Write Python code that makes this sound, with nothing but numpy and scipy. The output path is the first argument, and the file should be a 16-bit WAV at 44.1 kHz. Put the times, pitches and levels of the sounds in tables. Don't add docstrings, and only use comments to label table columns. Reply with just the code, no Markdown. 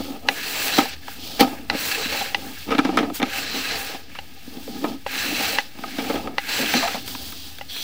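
import sys
import numpy as np
from scipy import signal
from scipy.fft import rfft, irfft, next_fast_len
from scipy.io import wavfile
from scipy.ndimage import uniform_filter1d, map_coordinates

SR = 44100
rng = np.random.default_rng(int(sys.argv[2]) if len(sys.argv) > 2 else 0)


def master(y):
    cut = np.clip(np.atleast_2d(y).T, -1, 1)
    pcm = np.round(cut * 32767)
    wavfile.write(sys.argv[1], SR, pcm.astype(np.int16))


N = 345303

# (time [s], scrape [dB], bright friction [dB], fine hiss [dB])
PUSHES = [
    [(0.27, -44, -46, -49), (0.34, -38, -39, -44), (0.464, -36.5, -33, -32.5), (0.57, -30, -29, -34),
     (0.644, -31.5, -28.5, -29.5), (0.698, -29.5, -31.5, -32), (0.768, -29.5, -25, -30),
     (0.848, -33.5, -33.5, -40), (0.904, -44, -45, -47), (0.97, -47, -62, -64)],
    [(1.68, -53, -55, -53), (1.748, -31, -37, -41), (1.796, -32, -31.5, -29), (1.87, -34.5, -33, -37),
     (1.926, -30, -30.5, -36), (2.034, -33.5, -30, -35), (2.126, -29.5, -29, -36), (2.174, -32, -30, -33),
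     (2.278, -36, -32.5, -41), (2.34, -41.5, -49, -46)],
    [(3.24, -42, -44.5, -55), (3.382, -28, -33, -35), (3.502, -39, -33, -47), (3.578, -33.5, -28.5, -38),
     (3.728, -31.5, -30, -42), (3.79, -35, -33.5, -35.5), (3.942, -38.5, -39, -48), (4.05, -57, -52, -59)],
    [(5.064, -38, -45, -58), (5.12, -33.5, -36.5, -41), (5.164, -30, -31, -38), (5.244, -33, -30.5, -33),
     (5.298, -36.5, -30, -32.5), (5.408, -26.5, -26.5, -35.5), (5.46, -28, -27.5, -36),
     (5.542, -29, -33.5, -32), (5.588, -31.5, -33, -46), (5.7, -60, -55, -55)],
    [(6.38, -41, -48, -60), (6.438, -38.5, -43, -44), (6.494, -29, -33, -33.5), (6.604, -27, -29.5, -31),
     (6.646, -29, -29.5, -38), (6.724, -29, -25, -35), (6.802, -30, -27.5, -35.5),
     (6.92, -33, -33.5, -38.5), (7.03, -48.5, -44, -46)],
]
# (start [s], rise [s], hold [s], fall [s], scrape [dB], bright friction [dB], fine hiss [dB])
RUBS = [(-.02, 0.018, 0.046, 0.17, -47, -41, -44.5), (0.852, 0.052, 0.035, 0.016, -38.5, -39, -56),
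        (1.003, 0.1, 0.033, 0.084, -43.5, -44, -44.5), (1.157, 0.09, 0.19, 0.1, -52, -37, -41),
        (1.392, 0.011, 0.003, 0.044, -32, -21, -26.5), (1.427, .03, 0.037, 0.18, -43, -48, -44),
        (2.31, 0.053, 0.27, 0.13, -46, -43.5, -44), (2.667, 0.027, 0.34, 0.086, -41.5, -45, -67),
        (3.131, 0.026, 0.0073, 0.047, -45, -39, -30.5), (4.053, 0.11, .01, 0.1, -46, -51, -66),
        (4.313, 0.434, 0.16, 0.071, -52, -44, -45.5), (5.687, 0.38, 0.04, 0.21, -38.5, -38, -41),
        (6.995, 0.069, .03, .05, -45, -41, -47), (7.041, 0.047, 0.1, 0.56, -60, -37, -39),
        (7.673, 0.091, .2, 0.12, -44.5, -43, -39)]
# (start [s], rise [s], hold [s], fall [s], rumble [dB], rattle [dB])
SHAKES = [(-.02, 0.014, 0.0048, 0.048, -22.5, -30), (0.023, 0.033, 0.068, 0.085, -34, -37),
          (0.221, 0.057, .01, 0.08, -36, -35), (0.758, 0.019, .01, 0.083, -28.5, -26),
          (1.14, 0.081, 0.1, 0.11, -43, -44.5), (1.377, 0.023, 0.022, 0.1, -29, -28.5),
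          (1.444, 0.032, 0.019, 0.24, -34, -40.5), (1.685, 0.039, .01, 0.039, -33, -29),
          (2.298, 0.13, .01, 0.13, -36, -39.5), (2.656, 0.039, 0.12, 0.035, -28.5, -35.5),
          (2.816, 0.047, 0.16, 0.079, -27, -32), (3.056, 0.028, 0.033, 0.033, -31.5, -41),
          (3.187, 0.032, .01, 0.084, -26.5, -36), (3.467, 0.088, .01, 0.08, -34, -37.5),
          (4.462, 0.092, .02, 0.12, -39.5, -47.5), (4.663, 0.027, 0.17, .05, -36, -45),
          (4.801, 0.047, .01, 0.14, -28, -34), (5.208, 0.12, .01, 0.047, -35, -38),
          (5.716, 0.12, 0.098, .1, -40, -45.5), (5.95, 0.072, 0.028, 0.06, -29.5, -33),
          (6.085, 0.029, 0.054, 0.26, -32, -33.5), (6.575, 0.046, .01, 0.05, -28, -36),
          (6.734, 0.028, 0.01, 0.074, -26, -29), (6.947, 0.037, 0.25, 0.16, -43, -52)]
# (scrape [dB], bright friction [dB], hiss [dB], rumble [dB], rattle [dB])
REST_DB = (-53, -52.5, -53.5, -52, -55)
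RATTLE_START_DB = (-11.5, -10, -10.5, -14, -13)
RUMBLE_DB = -12.5
RATTLE_GROWS_DB_PER_S = 11.5
RISE_BEND, FALL_BEND = 0.89, 0.98
STEP_S = .002
UNEVEN_DB, HISS_UNEVEN_DB, UNEVEN_RATE = 1.8, 2.4, 15
RUB_EVEN = 0.45

# (frequency [Hz], width [Hz], level [dB])
LOWER_MODES = [(1230, 90, -11), (1670, 110, 0), (2220, 130, -4), (2670, 150, 1)]
UPPER_MODES = [(4020, 110, 2), (4450, 350, -4), (6010, 200, -8), (7450, 330, -11), (8050, 220, -14)]
# (frequency [Hz], relative level [dB per Hz])
LOWER_BED = [(600, -51), (1000, -28.5), (1600, -8.5), (2600, -8), (3300, -13.5), (4500, -25.5)]
UPPER_BED = [(2200, -11.5), (3000, -8), (3500, -9), (4300, -5.5), (5400, -11), (6900, -18.5), (9000, -48),
             (12000, -33), (16000, -32)]
# (frequency [Hz], relative level [dB per Hz])
RUSTLE = [(1200, -40), (2000, -20), (2700, -3), (3250, 4), (3900, 2), (4600, 4), (5600, -2.5), (8300, -18),
          (9500, -56), (12000, -26), (16000, -33)]
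HISS = [(5000, -1), (8000, 0), (9000, -2.5), (11000, -2), (13000, -2.5), (14500, 2.5), (15300, 10.5),
        (16500, -23)]
PATCH_DB, PATCH_RATE = 2.7, 22

# (frequency [Hz], width [Hz], level [dB])
HOLLOW = [(178, 142, -11), (269.5, 52, 2.5), (347, 114, -13)]
PANEL = [(449.6, 41, -0.5), (544, 62, -0.5)]
COVER = [(690, 69, -2.5), (787.6, 32.5, 3.5), (881, 130, -5.5)]
LID = [(968, 146, -8), (1269, 78, 2), (2130, 520, -14.5), (3330, 960, -19)]
STIFF_HZ = 160

# (frequency [Hz], relative level [dB per Hz])
HUM = [(15, -22), (35, -22), (55, -16), (68, -7), (75, 0), (83, -7), (100, -15), (160, -15), (220, -24),
       (400, -60)]
# (time [s], level [dB])
HUM_DB = [(0.0, -43), (0.11, -52), (0.28, -47), (0.44, -67), (0.91, -49.5), (1.74, -45.5), (1.79, -60),
          (2.33, -47.5), (5.91, -53.5), (6.19, -42), (6.56, -56), (7.02, -45), (7.83, -53)]

# (time [s], click peak [dB], thud [dB re click], thud pitch [Hz], panel [dB re click],
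#          cover [dB re click], lid [dB re click], treble tick [dB re click], contact t60 [s])
KNOCKS = [(0.1024, -38.5, 17.5, 277, -15, -18, -9, -9, 0.028),
          (0.247, -48, 14, 287, 13, 9.6, -1, -7, 0.043), (0.7775, -26.5, -8, 285, 2.9, 13, -8, -15, 0.054),
          (0.784, -8, 2.5, 283, -9, -2, -2.5, -4, 0.04),
          (0.802, -15.5, -10, 307, -20, -13, -13, -20, 0.033),
          (0.853, -32.5, -1, 253, -13, 9.5, -5, -15, 0.037),
          (1.081, -25.5, -30, 248, -14, -3, -2, -20, 0.018),
          (1.3921, -18, -4, 275, 2.5, 3.5, -10, -18, 0.097), (1.4035, -20, -10, 258, -8, -8, -12, 3, 0.048),
          (1.4071, -8, 2.5, 270, -2.2, -1.4, -11, 1, 0.033), (1.417, -16.5, 4, 277, 5, 4.6, -5, -14, 0.04),
          (1.4249, -20.5, 11.5, 255, 3.2, 4.5, 6, -18, 0.07),
          (1.444, -27.5, 13, 251, -2, 0, -5, -20, 0.028), (1.473, -34, 9, 266, 0.1, 9, -5, -20, 0.049),
          (1.747, -24.5, 7.5, 276, 1.5, -4.5, -11, -17, 0.03),
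          (2.0557, -25, 4, 258, -27.1, -29.1, -25, -16, 0.049),
          (2.2088, -22, -12, 231, -17, 2.5, -17, -14, 0.053), (2.686, -31, 6, 269, 3, 1, -3, -23, 0.056),
          (2.7051, -19, -4, 278, 0.4, -8.0, -2, -26, 0.12),
          (2.7161, -18.5, -6, 269, -1.5, -2, 4.5, -32, 0.11),
          (2.748, -17.5, 0, 285, -10, -10.8, -4, -29, 0.032),
          (2.782, -14.5, 1.5, 287, -15, -1, -5, -30, 0.035), (2.789, -12, 3, 290, -8, -8, 1, -34, 0.044),
          (2.848, -17, 5.5, 282, -7, -4, -2.5, -33, 0.066), (2.8891, -28, 15, 307, 6.4, 1, 6, -24, 0.045),
          (2.9714, -10.5, -8, 293, -12, -6, 3, -31, 0.057), (2.978, -20, -3, 264, -8.6, -3, -1, -33, 0.054),
          (2.987, -12.5, -5, 262, -10, -19, -9, -37, 0.064),
          (3.005, -24.5, 13, 300, -6, -2, -12, -30, 0.077), (3.0275, -26, 4, 258, 1, 4, 1, -29, 0.11),
          (3.0994, -32, 5, 255, 2.3, 3.5, 5.5, -17, 0.02), (3.198, -23, -10, 285, -8, -4.2, -4, -30, 0.057),
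          (3.217, -18.5, -17, 301, -3, 0.5, -12, -33, 0.048),
          (3.2275, -11, 0, 269, -14, -9, -9, -32, 0.023),
          (3.235, -23.5, 5.5, 263, -13.0, -4, 4, -34, 0.028),
          (3.9444, -31.5, 0, 278, -16, 4, -6, -14, 0.074), (4.15, -30, -19, 253, -16, -15, -1, -24, 0.036),
          (4.4752, -48.5, 20.5, 264, 7, -14.0, -15, -7, 0.03),
          (4.5687, -37, 7.5, 258, -14.6, -14.3, -17, -10, 0.051),
          (4.6762, -40.5, 5, 291, 14, 3, 0, -6, 0.0064), (4.8402, -22.5, 7.5, 296, 1.0, 5, 2, -14, 0.089),
          (5.7868, -33.5, 5, 226, -8, -4, 0, -9, 0.025), (5.8365, -24.5, -15, 280, -13, -0.5, 2, -33, 0.02),
          (5.9833, -21, 1, 264, -5, -4.7, -6, -17, 0.13), (6.0971, -23, 0, 290, 4, -1, -3, -15, 0.02),
          (6.101, -21, -8, 304, -2, -11, -0.5, -15, 0.079),
          (6.141, -27.5, 9.5, 269, 6.5, 4, -7, -18, 0.051), (6.156, -22, 3, 298, -4, -8, -6, -21, 0.088),
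          (6.2725, -26.5, -17, 253, 0, -3.8, 4, -26, 0.024),
          (6.5876, -24, -1, 248, -0.5, -5, -23, -2, 0.03), (6.597, -37, 10, 250, 8, 0.7, -10, -15, 0.03),
          (6.628, -35, 12, 280, 4.7, 11, -10, -15, 0.04),
          (6.659, -18, -24, 215, -29.7, -23, -21, -15, 0.027),
          (6.7375, -10.5, -25, 250, -16, -3.5, -12, -7, 0.036),
          (6.746, -30, 16.5, 255, 10.5, 4, -8, -15, 0.05), (6.8248, -18, -23, 231, -20, 2, -6, -16, 0.12),
          (6.853, -31, -8, 248, -9, 11, -5, -15, 0.059),
          (6.875, -18.5, -32, 258, -20, -5, -0.5, -24, 0.043),
          (6.9424, -22.5, -4, 213, -6.5, 1, -3.5, -15, 0.096),
          (7.078, -27.5, -21.5, 291, -18.2, -19.7, -6, 7, 0.023),
          (7.1497, -24, -11, 240, -30.0, -26, -1, -13, 0.012),
          (7.3225, -32.5, -5, 305, -20, -38.0, -3, 6, 0.04),
          (7.585, -31, -14, 345, -23.6, -14, -12, 5, 0.018),
          (7.764, -30, -16, 332, -19, -36.0, -8, 9.5, 0.013)]
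# (frequency [Hz], width [Hz], level [dB])
SLAP = [(1680, 380, -4.5), (2100, 103, 1), (2323, 114, -2), (2960, 420, -6.5), (3290, 280, -4.5)]
SNAP = [(3510, 330, 0), (4570, 670, 2), (4700, 800, 1), (5700, 2700, -16.5)]
SNAP_DB, SNAP_FOLLOWS, SNAP_KNEE_DB = -8, 0.79, -6
THUD_CHATTER_DB, BOARD_CHATTER_DB = -16, -7.5
SWELL_S = 0.0045

# (time [s], peak [dB], contact time to peak force [s])
CLICKS = [(0.2866, 1.5, 0.000046), (1.6992, -3.5, 0.000066), (2.346, -3, 0.000054), (4.188, -17, 0.00019),
          (5.064, -13.5, 0.00024), (5.5855, -3, 0.000078), (6.3822, -5, 0.000083), (7.6108, -19, 0.00023)]
# (frequency [Hz], width [Hz], level [dB])
GUIDE = [(552, 83, -9), (801, 43, 0), (1000, 210, -3.5), (1426, 96, -8), (1710, 110, 2.5), (2000, 75, 2),
         (2410, 56, 3), (2600, 130, 2), (2900, 310, 2), (3660, 74, -1), (4040, 420, -2), (4900, 200, -7),
         (5380, 150, -8), (6450, 600, -18)]
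REBOUND_S, REBOUND_DB = .00147, -7.5
BUZZ_DB, BUZZ_T60_S = -23, 0.067

# (frequency [Hz], width [Hz], level [dB])
WHISTLE = [(3300, 260, 3), (4120, 300, 0), (4500, 260, -1), (5930, 250, -6)]
# (start [s], rise [s], hold [s], fall [s], level [dB])
SLIDE = (7.68, 0.03, 1, .1, -34)

# (frequency [Hz], side level before a 5.5 dB cut [dB re mid])
UNSHARED = [(60, 5), (110, -47), (200, -70), (380, -22), (700, -29.5), (1290, -36.5), (2380, -42.5),
            (4400, -28.5), (8120, -19), (15000, -15)]
OFFSET = (.0153, .0098)
TOP_HZ = 15780


def amp(db):
    return 10 ** (np.asarray(db) / 20)


def unit(x):
    return x / np.sqrt(np.mean(x ** 2) + 1e-20)


def shape(points):
    f, v = np.transpose(points)
    return lambda hz: amp(np.interp(np.log(hz + 1), np.log(f + 1), v))


def modes(table, spread=0):
    center, width, db = np.transpose(table)[..., None]
    sign = (-1.) ** np.arange(len(table))[:, None]
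    gain = sign * amp(db + np.reshape(spread, (-1, 1)))

    def response(f):
        damping = 1j * f * width
        return np.sum(gain * damping / (center * center - f * f + damping), axis=0)

    return response


def filtered(x, response):
    n = x.shape[-1]
    m = next_fast_len(n + 4096)
    return irfft(rfft(x, m) * response(np.fft.rfftfreq(m, 1 / SR)), m)[..., :n]


def wobble(rate):
    knots = rng.standard_normal(int(N * rate / SR) + 4)
    return map_coordinates(knots, [np.arange(N) * rate / SR])


def grit(grain_db, clump_db, clump_rate):
    grain = np.minimum(rng.exponential(size=N), 5)
    size = amp(grain_db * grain + clump_db * wobble(clump_rate))
    return size * rng.standard_normal(N)


def shifting(x, table):
    total = 0
    for k, row in enumerate(table):
        strength = amp(PATCH_DB * wobble(PATCH_RATE))
        total = total + (-1) ** k * strength * filtered(x, modes([row]))
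    return unit(total)


def swell(t, start, rise, hold, fall):
    t = t - start
    up = np.clip(t / rise, 0, 1) ** RISE_BEND
    down = np.clip(1 - (t - rise - hold) / fall, 0, 1) ** FALL_BEND
    return up * down


def hand():
    t, sample_t = np.arange(0, N / SR + STEP_S, STEP_S), np.arange(N) / SR
    power = np.zeros((len(REST_DB), len(t)))
    for rows, start_db in zip(PUSHES, RATTLE_START_DB):
        s, *columns = np.transpose(rows)
        scrape_db, bright_db, hiss_db = [np.interp(t, s, c, -120, -120) for c in columns]
        growth_db = RATTLE_GROWS_DB_PER_S * np.clip(t - s[0], 0, s[-1] - s[0])
        rattle_db = scrape_db + start_db + growth_db
        power += amp([scrape_db, bright_db, hiss_db, scrape_db + RUMBLE_DB, rattle_db]) ** 2
    for *times, scrape_db, bright_db, hiss_db in RUBS:
        power[:3] += (amp([[scrape_db], [bright_db], [hiss_db]]) * swell(t, *times)) ** 2
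    for *times, rumble_db, rattle_db in SHAKES:
        power[3:] += (amp([[rumble_db], [rattle_db]]) * swell(t, *times)) ** 2

    uneven_db = UNEVEN_DB * np.array([wobble(UNEVEN_RATE) for _ in REST_DB])
    uneven_db[2] *= HISS_UNEVEN_DB / UNEVEN_DB
    pushing = sum((t > rows[0][0]) & (t < rows[-1][0]) for rows in PUSHES)
    share = uniform_filter1d(np.where(pushing, 1, RUB_EVEN), size=25)
    uneven_db *= np.interp(sample_t, t, share)
    gains = np.sqrt(power + amp(REST_DB)[:, None] ** 2)
    return np.array([np.interp(sample_t, t, g) for g in gains]) * amp(uneven_db)


def sliding(scrape, bright, hiss):
    slips = grit(grain_db=4.5, clump_db=3.0, clump_rate=110)
    loose = grit(grain_db=2.5, clump_db=0.9, clump_rate=50)
    low_bed = unit(filtered(loose, shape(LOWER_BED)))
    low = unit(shifting(slips, LOWER_MODES) + amp(-1) * low_bed)
    high_bed = unit(filtered(loose, shape(UPPER_BED)))
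    high = unit(shifting(slips, UPPER_MODES) + amp(1) * high_bed)
    dry = unit(filtered(grit(grain_db=2.5, clump_db=0.85, clump_rate=85), shape(RUSTLE)))
    fine = unit(filtered(grit(grain_db=2.0, clump_db=1.26, clump_rate=100), shape(HISS)))
    firm = np.clip((20 * np.log10(scrape) + 44) / 9, 0, 1)
    friction = np.sqrt(firm) * high + np.sqrt(1 - firm) * dry
    return scrape * low + bright * friction + hiss * fine


def stiff(x):
    return signal.sosfilt(signal.butter(3, STIFF_HZ, "high", fs=SR, output="sos"), x)


def frame(rumble, rattle):
    bumps = grit(grain_db=4, clump_db=1.7, clump_rate=45)
    cover = shifting(bumps, COVER)
    panel = amp(-2.5) * shifting(bumps, PANEL)
    lid = amp(-7.5) * unit(filtered(bumps, modes(LID)))
    valleys = shape([(300, -8), (450, 0), (620, -5), (790, 0), (1020, -9), (1275, 0)])
    boards = unit(filtered(cover + panel + lid, valleys))
    hollow = unit(stiff(filtered(bumps, modes(HOLLOW))))
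    return rumble * hollow + rattle * boards


def hum():
    level_db = np.interp(np.arange(N) / SR, *np.transpose(HUM_DB))
    return amp(level_db) * unit(filtered(rng.standard_normal(N), shape(HUM)))


def knocks():
    out, t = np.zeros(N + SR), np.arange(SR // 8) / SR
    blow = t / .0004 * np.exp(1 - t / .0004)
    chatter_db = (0, THUD_CHATTER_DB, BOARD_CHATTER_DB, BOARD_CHATTER_DB, BOARD_CHATTER_DB, 0, 0)
    for s, db, thud_db, thud_hz, *boards_db, tick_db, t60 in KNOCKS:
        decay = amp(-60 * t / max(t60, .003))
        chatter = rng.standard_normal(len(t)) * decay * (1 - np.exp(-t / 0.000076))
        hollow = np.array(HOLLOW) * [thud_hz / HOLLOW[1][0], 1, 1]
        bodies = (SLAP, hollow, PANEL, COVER, LID, SNAP)
        responses = [modes(body, rng.normal(0, 1.5, len(body))) for body in bodies]
        snap_db = SNAP_DB + SNAP_FOLLOWS * max(tick_db - SNAP_KNEE_DB, 0)
        levels = [0, thud_db, *boards_db, snap_db, tick_db]
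        for loose_db, level, response in zip(chatter_db, levels, [*responses, shape(HISS)]):
            ring = filtered(0.59 * blow + amp(loose_db) * chatter, response)
            if loose_db:
                ring = ring * (1 - np.exp(-t / SWELL_S))
            out[round(s * SR):][:len(t)] += amp(db + level) * ring / np.abs(ring).max()
    return stiff(out[:N])


def clicks():
    out, t = np.zeros(N + SR), np.arange(SR // 10) / SR
    for s, db, contact in CLICKS:
        first = t / contact
        second = np.maximum(t - REBOUND_S, 0) / contact
        push = first * np.exp(1 - first) + amp(REBOUND_DB) * second * np.exp(1 - second)
        buzz = amp(BUZZ_DB - 60 * t / BUZZ_T60_S) * rng.standard_normal(len(t))
        ring = filtered(push + buzz, modes(GUIDE, rng.normal(0, 2.5, len(GUIDE))))
        out[round(s * SR):][:len(t)] += amp(db) * ring / np.abs(ring).max()
    return out[:N]


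def edge():
    *times, db = SLIDE
    slips = grit(grain_db=1.0, clump_db=1.5, clump_rate=92)
    return amp(db) * swell(np.arange(N) / SR, *times) * shifting(slips, WHISTLE)


def scene():
    scrape, bright, hiss, rumble, rattle = hand()
    mid = sliding(scrape, bright, hiss) + frame(rumble, rattle) + hum() + knocks() + clicks() + edge()
    hz, _, z = signal.stft(mid, SR, nperseg=512)
    turned = z * np.exp(2j * np.pi * rng.random(z.shape)) * shape(UNSHARED)(hz)[:, None]
    side = amp(-5.5) * signal.istft(turned, SR, nperseg=512)[1][:N]
    return np.array([mid + side, mid - side])


def record(dry):
    x = dry / (1 + np.abs(dry) ** 8) ** (1 / 8)
    treble = filtered(x[0], lambda hz: hz > 11000)
    power = uniform_filter1d(uniform_filter1d(treble ** 2, size=2000), size=2000)
    sag = np.reshape((16, 30), (2, 1)) * np.abs(power)
    x = x + np.reshape(OFFSET, (2, 1)) - sag
    return filtered(x, lambda hz: hz < TOP_HZ)


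dry = scene()
out = record(dry)
master(out)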